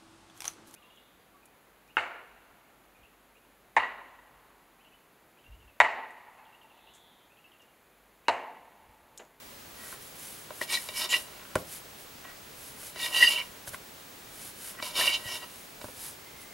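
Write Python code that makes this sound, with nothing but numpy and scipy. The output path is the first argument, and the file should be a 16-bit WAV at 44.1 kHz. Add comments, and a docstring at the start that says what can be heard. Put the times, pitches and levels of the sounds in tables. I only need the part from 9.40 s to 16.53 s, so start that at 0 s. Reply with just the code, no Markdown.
"""Cutting dough on a stone board

A kitchen knife cuts three pieces off a roll of dough, close to the microphone. Tiny random slips make
the blade hiss, grind, ring and catch; short blows make it knock on the stone. Coloured noise gives the
hands rubbing over flour and the pieces being set down. The room adds short reflections, a steady hiss,
a thin high whine and, late, a faint whistle."""
import sys
import numpy as np
from scipy import signal
from scipy.fft import rfft, irfft
from scipy.io import wavfile
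from scipy.ndimage import uniform_filter1d

SR = 44100
rng = np.random.default_rng(int(sys.argv[2]) if len(sys.argv) > 2 else 0)


def master_out(mix):
    """Clip the mix to full scale and print it as 16-bit PCM to the path in sys.argv[1]."""
    frames = np.transpose(np.atleast_2d(mix))
    ceiling = np.clip(frames, -1, 1)
    pcm = np.round(ceiling * 32767).astype(np.int16)
    wavfile.write(sys.argv[1], SR, pcm)


N = 314433  # length in samples
TIME = np.arange(N) / SR  # seconds

# Movements. Some functions below trim these levels a little further.
# strokes of the edge over stone: (start [s], rise [s], fall [s], grinding [dB], then relative to grinding:
# first blade mode [dB], second blade mode [dB], board [dB], flour hiss [dB])
STROKES = [(1.205, 0.015, 0.05, -38.5, -26, -9, -10, -2.5), (1.268, 0.068, 0.064, -32.5, -6, -6.5, -12, -4),
           (1.53, 0.049, 0.084, -39.5, -7, -2, -14, 4), (1.585, 0.049, 0.047, -36.5, -6, -2, -4, -2.5),
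           (1.684, 0.027, 0.034, -34.5, -11, 0, -29, -3.5), (1.708, 0.027, .062, -29.5, -2.5, 0, -9.5, -7),
           (3.553, 0.1, 0.053, -35.5, -1.5, -1, -10, -2.5), (3.71, 0.063, 0.054, -32.5, -0.5, 6, -11, -2),
           (3.775, 0.056, 0.061, -29, 8, 7, -10, -2.5), (3.85, 0.046, 0.099, -34, -12, 5.5, -18, -1.5),
           (3.938, 0.047, 0.055, -43.5, -1, 12, -3.5, -10), (5.41, .035, 0.11, -40.5, -17, -5, -4.5, -1),
           (5.536, 0.069, 0.097, -30, -11, 1, -6, -1.5), (5.63, 0.048, 0.065, -35.5, -2, 6, -5.5, -1),
           (5.70, 0.044, .04, -33, -14, 4.5, -24, -15), (5.825, 0.052, 0.06, -43.5, 3.5, 0, -5, -2.5),
           (5.86, .09, 0.056, -40.5, -9, 1, -6.5, -3), (6.0, .035, 0.027, -51, 3.5, 5, 5, -8)]
# the edge resting lightly on the stone, once for each cut: (start [s], rise [s], fall [s], grinding [dB])
CONTACTS = [(1.2, 0.39, 0.61, -56), (3.54, 0.27, 0.31, -45), (5.4, 0.43, .36, -51.5)]
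# mix of that light contact: (grinding [dB], first mode [dB], second mode [dB], board [dB], flour hiss [dB])
CONTACT_MIX = [-2.5, -3.5, -2, 0.5, 1.5]
# steel or skin slides over floured dough: (start [s], rise [s], fall [s], level [dB])
RUBS = [(.33, .18, 0.075, -46.5), (.58, .06, .1, -51.5), (.72, 0.13, 0.25, -46), (1.1, 0.1, 0.066, -48),
        (1.35, 0.063, 0.16, -44), (1.73, 0.047, 0.087, -42.5), (2.16, .035, 0.043, -48.5),
        (2.25, 0.097, 0.065, -43), (2.56, .05, 0.064, -54), (3.12, 0.15, 0.081, -48),
        (3.34, .13, 0.063, -44.5), (4.26, 0.023, 0.022, -40.5), (4.31, 0.032, 0.028, -45),
        (4.88, 0.19, 0.066, -45.5), (5.14, 0.14, 0.076, -42.5), (6.04, 0.13, 0.16, -52.5),
        (6.38, .07, 0.13, -52), (6.54, 0.11, .1, -41.5), (6.97, 0.057, .04, -53)]
# dough pushed along the board:
# (start [s], rise [s], fall [s], drag [dB], ring of the resting blade relative to drag [dB])
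SHOVES = [(.35, 0.083, 0.078, -50, 0.5), (.44, 0.076, 0.084, -50.5, -0.5), (1.82, 0.22, .2, -55.5, -18),
          (2.82, 0.047, 0.092, -47, 0), (3.33, .06, 0.12, -56, -21), (4.11, .045, .06, -54, -21),
          (5.24, .08, .07, -52, -7), (4.315, 0.029, 0.021, -45.5, -11), (5.365, .03, 0.018, -45, 4.5)]
# a faint wavering whistle in the room: (start [s], rise [s], fall [s], level [dB])
WHISTLES = [(6.78, 0.15, .4, -57.5)]

# Short events.
# short runs where the point of contact favours one blade mode:
# (time [s], length [s], level [dB], pitch [Hz], width [Hz])
RASPS = [(1.323, .045, -30.5, 3980, 130), (1.298, 0.076, -39, 8840, 400), (1.55, 0.094, -40, 5240, 160),
         (1.688, 0.052, -36, 7160, 450), (1.719, 0.037, -34, 2400, 220), (3.613, 0.056, -38, 3660, 60),
         (3.813, 0.074, -32.5, 4770, 130), (3.814, 0.032, -38, 9450, 300), (3.97, 0.059, -37.5, 2295, 60),
         (5.595, 0.15, -36, 2280, 50), (5.723, 0.058, -39, 3860, 70), (5.865, 0.092, -44.5, 5440, 260)]
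# the edge catches and squeaks: (time [s], level [dB], pitch [Hz])
CATCHES = [(1.213, -25.5, 1908), (1.371, -29, 1907), (1.735, -22.5, 1960), (1.74, -20.5, 2804),
           (3.560, -44, 2000), (3.746, -22, 2844), (3.824, -6.5, 1936), (3.825, -12.5, 2808),
           (3.845, -21.5, 1883), (3.873, -15, 2860), (3.958, -23.5, 2790), (3.66, -32, 1902),
           (5.610, -27.5, 1845), (5.675, -20, 2820)]
# the blade knocks on the stone: (time [s], board [dB], blade ring [dB])
KNOCKS = [(1.105, -32.5, -39.5), (1.213, -25.5, -37), (1.4874, -33, -23.5), (3.559, -34.5, -34),
          (5.425, -29, -21), (5.593, -25, -35), (5.612, -37, -25), (6.4135, -37, -33.5)]
# dough and hand land on the board: (time [s], board [dB], counter thump [dB], contact snap [dB])
PATS = [(2.155, -13.5, -28.5, -13), (4.2753, -47, -43, -31), (4.300, -56, -45, -59), (4.334, -41, -58, -38),
        (4.412, -56, -63, -45), (5.855, -41, -39, -46), (6.442, -31, -40, -33.5), (6.484, -37, -61, -44)]

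# Modes: the pitches at which a thing rings.
# the blade's first strong bending mode, a cluster: (pitch [Hz], width [Hz], level [dB])
FIRST_MODE = [(1850, 40, -11), (1914, 28, 0), (1945, 28, -6)]
# its second strong bending mode, a cluster: (pitch [Hz], width [Hz], level [dB])
SECOND_MODE = [(2724, 30, -8), (2810, 24, 0), (2926, 30, -6), (3038, 30, -8)]
# the blade's other modes: (pitch [Hz], width [Hz], level [dB])
OTHER_MODES = [(2291, 30, 2), (3680, 50, -1), (3942, 50, 2), (4110, 90, -8), (4570, 60, -7), (4718, 50, -3),
               (5220, 80, -6), (5440, 120, -6), (6060, 90, -13), (7020, 160, -10), (8130, 55, -12),
               (9020, 130, -13)]
# the stone board: (pitch [Hz], width [Hz], level [dB])
BOARD_MODES = [(291, 113, -11.5), (389, 35, -4), (512, 54, -8), (613, 37, 3.5), (693, 160, -7),
               (1033, 108, -4), (1175, 24, -12), (1303, 79, -7.5), (1590, 130, -16)]
# the counter under the board: (pitch [Hz], width [Hz], level [dB])
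COUNTER_MODES = [(49.7, 37, -7.5), (103.5, 15, 5.5), (184, 64, -5.5), (229, 42, -11)]

# Colours: only the shape counts, as each sound is then set to rms 1.
# crackle of the grinding edge: (frequency [Hz], level per Hz [dB])
GRIT_COLOUR = [(100, -26), (400, -18), (1000, 0), (1600, -15), (2400, 1.5), (3300, 5.5), (5400, 2),
               (6500, -3), (7900, -17), (9500, -7), (12000, -39), (14000, -18), (16000, -41)]
# dragging along the board: (frequency [Hz], level per Hz [dB])
DRAG_COLOUR = [(60, -14), (200, -1), (400, -5), (620, -6.5), (1000, 2), (1600, 2.5), (3000, -4),
               (8000, -31)]
# flour grains: (frequency [Hz], level per Hz [dB])
FLOUR_COLOUR = [(200, -18), (1000, -11), (3000, -8.5), (5500, -8), (8000, -6), (10500, -0.5), (12000, -3),
                (13500, -11), (16000, -20)]
# dry snap of a contact: (frequency [Hz], level per Hz [dB])
SNAP_COLOUR = [(100, -31), (600, 13.5), (1000, 0), (1500, 8.5), (2400, -7), (3500, -14), (5000, -12),
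               (9000, -12), (13000, -16), (16000, -31)]
# thud of a landing lump: (frequency [Hz], level per Hz [dB])
THUD_COLOUR = [(40, -18), (100, -2), (220, 0.5), (450, 5), (750, -5), (1500, -16), (2500, -22), (6000, -43)]
# room noise and microphone hiss: (frequency [Hz], level per Hz [dB])
HISS_COLOUR = [(15, -21), (25, -5), (151, -2), (183, -3), (220, -1), (313, -3), (348, -1.5), (565, -2.5),
               (759, -4), (1230, -5), (2480, -7), (2680, -7.5), (8530, -13.5), (14200, -15), (15400, -15.5)]

# Space.
# likeness of the hiss in the two channels: (frequency [Hz], likeness [0 to 1])
HISS_LIKENESS = [(40, .99), (150, 0.92), (400, 0.43), (1500, 0.092), (5000, 0.56), (12000, 1)]
# likeness of the reflections, where less than 0 is taken as 0: (frequency [Hz], likeness [up to 1])
ECHO_LIKENESS = [(60, 1), (300, 0.96), (1000, 0.43), (2500, 0.033), (5000, -0.68), (12000, 1)]
# how long the kitchen's tail takes to fall by 60 dB: (frequency [Hz], time [s])
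KITCHEN_DECAY = [(100, 0.42), (500, 0.34), (2000, 0.16), (6000, 0.27), (14000, 0.14)]

# Depth: how far below its peak a movement starts and ends [dB]. Curve: 1 is pointed, 2 is round.
STROKE_DEPTH_DB, STROKE_CURVE = 24, 2.03
RUB_DEPTH_DB, RUB_CURVE = 18.5, 2.1
SHOVE_DEPTH_DB, SHOVE_CURVE = 28.5, 2.4
WHISTLE_DEPTH_DB, WHISTLE_CURVE = 11, 3.4
KNOCK_THUMP_DB, KNOCK_SNAP_DB = -26, -8  # counter thump and contact snap, relative to the board
PAT_BLADE_DB = -8  # the blade's ring, relative to the board
KNOCK_HARD_HZ, PAT_HARD_HZ = 3860, 940  # hardness of a blow, as a cut-off
PAT_DAMPING = 1.33  # dough lying on the board widens its modes by this factor
CATCH_SWELL_S = 0.0041
HISS_DB = -48.5
EDGE_HZ = 16000  # top of the recorder's band


def gain_of(db):
    """Turns decibels into amplitude."""
    return 10 ** (np.asarray(db) / 20)


def evened(x):
    """Scales a sound to rms 1."""
    return x / np.sqrt(np.mean(x ** 2) + 1e-20)


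def read(points, hz):
    """Reads a table between its points, on a log-frequency axis."""
    f, value = np.transpose(points)
    return np.interp(np.log(hz + 1), np.log(f + 1), value)


def add(mix, s, sound):
    """Adds a sound into the mix at time s, cutting off what runs past the end."""
    part = mix[round(s * SR):][:len(sound)]
    part += sound[:len(part)]


def coloured(x, spectrum):
    """Weights the frequencies of x by a smooth colour, at rms 1."""
    weight = gain_of(read(spectrum, np.fft.rfftfreq(len(x), 1 / SR)))
    return evened(irfft(rfft(x) * weight, len(x)))


def wander(rate_hz):
    """Makes a slow random drift of rms 1, from noise with little left above rate_hz."""
    weight = 1 / (1 + (np.fft.rfftfreq(N, 1 / SR) / rate_hz) ** 4)
    return evened(irfft(rfft(rng.standard_normal(N)) * weight, N))


def ringing(modes, rise_s=1e-5, size=11000):
    """Rings a set of modes after one blow: dying sines, wider ones die faster; peak 1."""
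    t = np.arange(size) / SR
    ring = np.zeros(size)
    for k, (hz, width, db) in enumerate(modes):
        sign = (-1) ** k  # neighbours move in opposite phase
        ring += sign * gain_of(db) * width * np.exp(-np.pi * width * t) * np.sin(2 * np.pi * hz * t)
    ring = ring * (1 - np.exp(-t / rise_s))
    return ring / abs(ring).max()


def through(x, modes, rise_s=0.00091):
    """Drives a set of modes with x; each push takes a moment to build up. Rms 1."""
    return evened(signal.oaconvolve(x, ringing(modes, rise_s))[:N])


def level(rows, depth_db, curve, column=0):
    """Gives the gain over time of movements that swell and fade; later level columns count from the first."""
    power = np.zeros(N)
    for start, rise, fall, *db in rows:
        near = slice(max(round((start - rise) * SR), 0), round((start + rise + 2 * fall) * SR))
        t = TIME[near] - start - rise  # 0 at the peak
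        away = np.maximum(-t / rise, t / fall)
        peak_db = db[0] + (db[column] if column else 0)
        power[near] += gain_of(peak_db - depth_db * away ** curve) ** 2
    return np.sqrt(power)


def friction(per_s, spread_db, smooth, uneven_db):
    """Makes tiny slips of scattered size over a smooth rub, under a pressure that trembles."""
    happens = rng.random(N) < per_s / SR
    size = gain_of(spread_db * np.minimum(rng.exponential(1, N), 4))
    slips = happens * rng.choice([-1, 1], N) * size
    rub = evened(evened(slips) + smooth * rng.standard_normal(N))
    return rub * gain_of(uneven_db * wander(143))


def sustained(x, size=900):
    """Friction keeps feeding a mode, so its swing stays near the level that the movement sets."""
    return x / np.sqrt(np.abs(uniform_filter1d(x ** 2, size)) + 0.097)


def placed(x, left_db):
    """Spreads one sound over two channels, the left one louder by left_db."""
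    return x * gain_of([[left_db / 2], [-left_db / 2]])


def paired(x, likeness):
    """Makes two unrelated signals as alike, at each frequency, as the likeness table says."""
    left, other = rfft(x)
    same = np.clip(read(likeness, np.fft.rfftfreq(x.shape[1], 1 / SR)), 0, 1)
    right = same * left + np.sqrt(1 - same ** 2) * other
    return irfft(np.array([left, right]), x.shape[1])


def scraping(upper_db=-0.5, grit_db=-4, first_db=1, second_db=-0.1, board_db=-1):
    """The edge grinds over floury stone: the same slips crackle and ring the blade and the board."""
    slips = friction(per_s=1100, spread_db=3.5, smooth=0.7, uneven_db=2.0)
    crackle = coloured(slips * rng.choice([-1, 1], N), GRIT_COLOUR)
    grains = friction(per_s=4000, spread_db=5.5, smooth=1.6, uneven_db=0.4)
    grind = edge(0) * (gain_of(upper_db) * shifting(slips) + gain_of(grit_db) * crackle)
    first = gain_of(first_db) * edge(1) * sustained(through(slips, FIRST_MODE))
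    second = gain_of(second_db) * edge(2) * sustained(through(slips, SECOND_MODE))
    board = gain_of(board_db) * edge(3) * through(coloured(slips, DRAG_COLOUR), BOARD_MODES)
    flour = edge(4) * coloured(grains, FLOUR_COLOUR)
    return placed(grind + board + flour, 0.11) + placed(first, 1.4) + placed(second, -2.5)


def edge(column):
    """How hard the edge drives one part of the sound: the strokes, joined with light contact."""
    resting = gain_of(CONTACT_MIX[column]) * level(CONTACTS, RUB_DEPTH_DB, RUB_CURVE)
    return np.hypot(level(STROKES, STROKE_DEPTH_DB, STROKE_CURVE, column), resting)


def shifting(slips, shift_db=3.5, count=3):
    """As the point of contact travels along the edge, it favours now these blade modes, now those."""
    total = np.zeros(N)
    for k in range(count):
        modes = OTHER_MODES[k::count]
        loudest_db = max(db for _, _, db in modes)
        total += gain_of(loudest_db + shift_db * wander(8.6)) * through(slips, modes)
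    return evened(total)


def rasps():
    """Short runs of slips each drive a single blade mode."""
    out = np.zeros(N)
    slips = friction(per_s=1800, spread_db=-2.0, smooth=1.0, uneven_db=2.5)
    for s, length, db, hz, width in RASPS:
        run = slips[round(s * SR):round((s + length) * SR)]
        ring = signal.fftconvolve(run, ringing([(hz, width, 0)], rise_s=0.000078))[:len(run)]
        add(out, s, gain_of(db) * evened(ring) * signal.windows.tukey(len(run), .5))
    return out


def catches(waver=0.0058, rough_db=2.8):
    """Stick and slip lock briefly onto one blade mode, which swells, wavers and dies."""
    out, drift, grain = np.zeros((2, N)), wander(91), gain_of(rough_db * wander(180))
    t = np.arange(4000) / SR
    swell = t / CATCH_SWELL_S * np.exp(1 - t / CATCH_SWELL_S)
    sides = [(1900, 1.5), (2800, -3.0), (4000, -5)]  # (pitch [Hz], left over right [dB])
    for s, db, hz in CATCHES:
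        here = slice(round(s * SR), round(s * SR) + len(t))
        turns = np.cumsum(hz * (1 + waver * drift[here])) / SR
        squeak = gain_of(db) * swell * np.sin(2 * np.pi * turns) * grain[here]
        out[:, here] += placed(squeak, read(sides, hz))
    return out


def knocks(snap_s=0.0054, rattle=0.016, rattle_s=0.0085, slap_db=-7, slap_hz=1250, slap_width_hz=700):
    """Each blow, a push with a brief rattle, rings board, blade and counter, slaps and snaps."""
    out, t = np.zeros(N), np.arange(2048) / SR
    slap = gain_of(slap_db) * ringing([(slap_hz, slap_width_hz, 0)])
    blade, counter = ringing(FIRST_MODE + SECOND_MODE + OTHER_MODES), ringing(COUNTER_MODES)
    hard = [(s, db, ring_db, db + KNOCK_THUMP_DB, db + KNOCK_SNAP_DB, KNOCK_HARD_HZ, 1)
            for s, db, ring_db in KNOCKS]
    soft = [(s, db, db + PAT_BLADE_DB, thump_db, snap_db, PAT_HARD_HZ, PAT_DAMPING)
            for s, db, thump_db, snap_db in PATS]
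    for s, board_db, blade_db, thump_db, snap_db, hard_hz, damping in hard + soft:
        board = ringing([(hz, width * damping, db) for hz, width, db in BOARD_MODES]) + slap
        chatter, crack = rng.standard_normal((2, len(t)))
        blow = (t == 0) + rattle * chatter * np.exp(-t / rattle_s)
        blow = signal.lfilter(*signal.butter(1, hard_hz, fs=SR), blow)  # a soft blow is duller
        add(out, s, signal.fftconvolve(blow, gain_of(board_db) * board + gain_of(blade_db) * blade))
        add(out, s, gain_of(thump_db) * counter)
        add(out, s, gain_of(snap_db) * coloured(crack, SNAP_COLOUR) * np.exp(-t / snap_s) / 2)
    return out


def dough(shove_db=-2, blade_db=-2, rustle_db=1):
    """Flour hisses under blade and fingers; a shoved lump drags and stirs the blade resting on it."""
    grains = friction(per_s=6500, spread_db=-1.5, smooth=1.5, uneven_db=1.26)
    rub = level(RUBS, RUB_DEPTH_DB, RUB_CURVE) * coloured(grains, FLOUR_COLOUR)
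    drag = coloured(friction(per_s=820, spread_db=2.5, smooth=0.78, uneven_db=6.0), DRAG_COLOUR)
    dragging = evened(through(drag, BOARD_MODES) + gain_of(rustle_db) * drag)
    shove = level(SHOVES, SHOVE_DEPTH_DB, SHOVE_CURVE) * dragging
    blade = level(SHOVES, SHOVE_DEPTH_DB, SHOVE_CURVE, column=1) * sustained(through(drag, FIRST_MODE))
    return rub + gain_of(shove_db) * shove + gain_of(blade_db) * blade


def thuds(thud_db=-13, thud_s=0.012):
    """A landing lump squashes flat: a dull, pitchless burst of noise, set relative to the board."""
    out, t = np.zeros(N), np.arange(8192) / SR
    for s, db, _, _ in PATS:
        noise = coloured(rng.standard_normal(len(t)), THUD_COLOUR)
        add(out, s, gain_of(db + thud_db) * noise * np.exp(-t / thud_s))
    return out


def kitchen(x, early_db=-12, tail_db=-14, early_s=0.0047):
    """Adds quick reflections off counter and tiles, then a short tail, differing between the channels."""
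    t = np.arange(SR // 2) / SR
    clicks = rng.random((2, 2, len(t))) < 2500 / SR  # 2500 reflections a second
    early, late = rng.choice([-1., 1.], (2, 2, len(t))) * clicks
    early = early * (t > .001) * np.exp(-t / early_s)
    # each frequency of the tail dies at its own pace
    hz, at, z = signal.stft(late * (t > .008), SR, nperseg=256)
    fade = gain_of(-60 * at / read(KITCHEN_DECAY, hz)[:, None])
    late = signal.istft(z * fade, SR, nperseg=256)[1][:, :len(t)]
    echo = np.zeros((2, len(t)))
    for db, part in [(early_db, early), (tail_db, late)]:
        echo += gain_of(db) * part / np.linalg.norm(part, axis=1, keepdims=True)
    return x + signal.fftconvolve(x, paired(echo, ECHO_LIKENESS), axes=1)[:, :N]


def background(whine_hz=15734, whine_db=-57.0, throb_hz=13.04, throb=0.14, side_phase=.2, whistle_db=-2):
    """Steady noise for room and microphone, a throbbing sine whine, and noise through one mode to whistle."""
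    pair = paired(rng.standard_normal((2, N)), HISS_LIKENESS)
    hiss = gain_of(HISS_DB) * np.array([coloured(side, HISS_COLOUR) for side in pair])
    # the right channel runs ahead by side_phase [radians]
    phase = 2 * np.pi * whine_hz * TIME + side_phase * np.arange(2)[:, None]
    throbbing = 1 + throb * np.sin(2 * np.pi * throb_hz * TIME)
    whine = gain_of(whine_db) * throbbing * np.sin(phase)
    tone = through(rng.standard_normal(N), [(2080, 110, 0)])
    whistle = gain_of(whistle_db) * level(WHISTLES, WHISTLE_DEPTH_DB, WHISTLE_CURVE) * tone
    return hiss + whine + whistle


def scene():
    """Knife, dough and board sound in the kitchen, over its background."""
    close = scraping() + rasps() + catches() + knocks() + dough() + thuds()
    return kitchen(close) + background()


def record(dry):
    """The recorder's band limit: a steep low-pass filter."""
    low_pass = signal.firwin(801, EDGE_HZ, window=("kaiser", 8), fs=SR)
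    return signal.oaconvolve(dry, low_pass[None], "same")


dry = scene()
out = record(dry)
master_out(out)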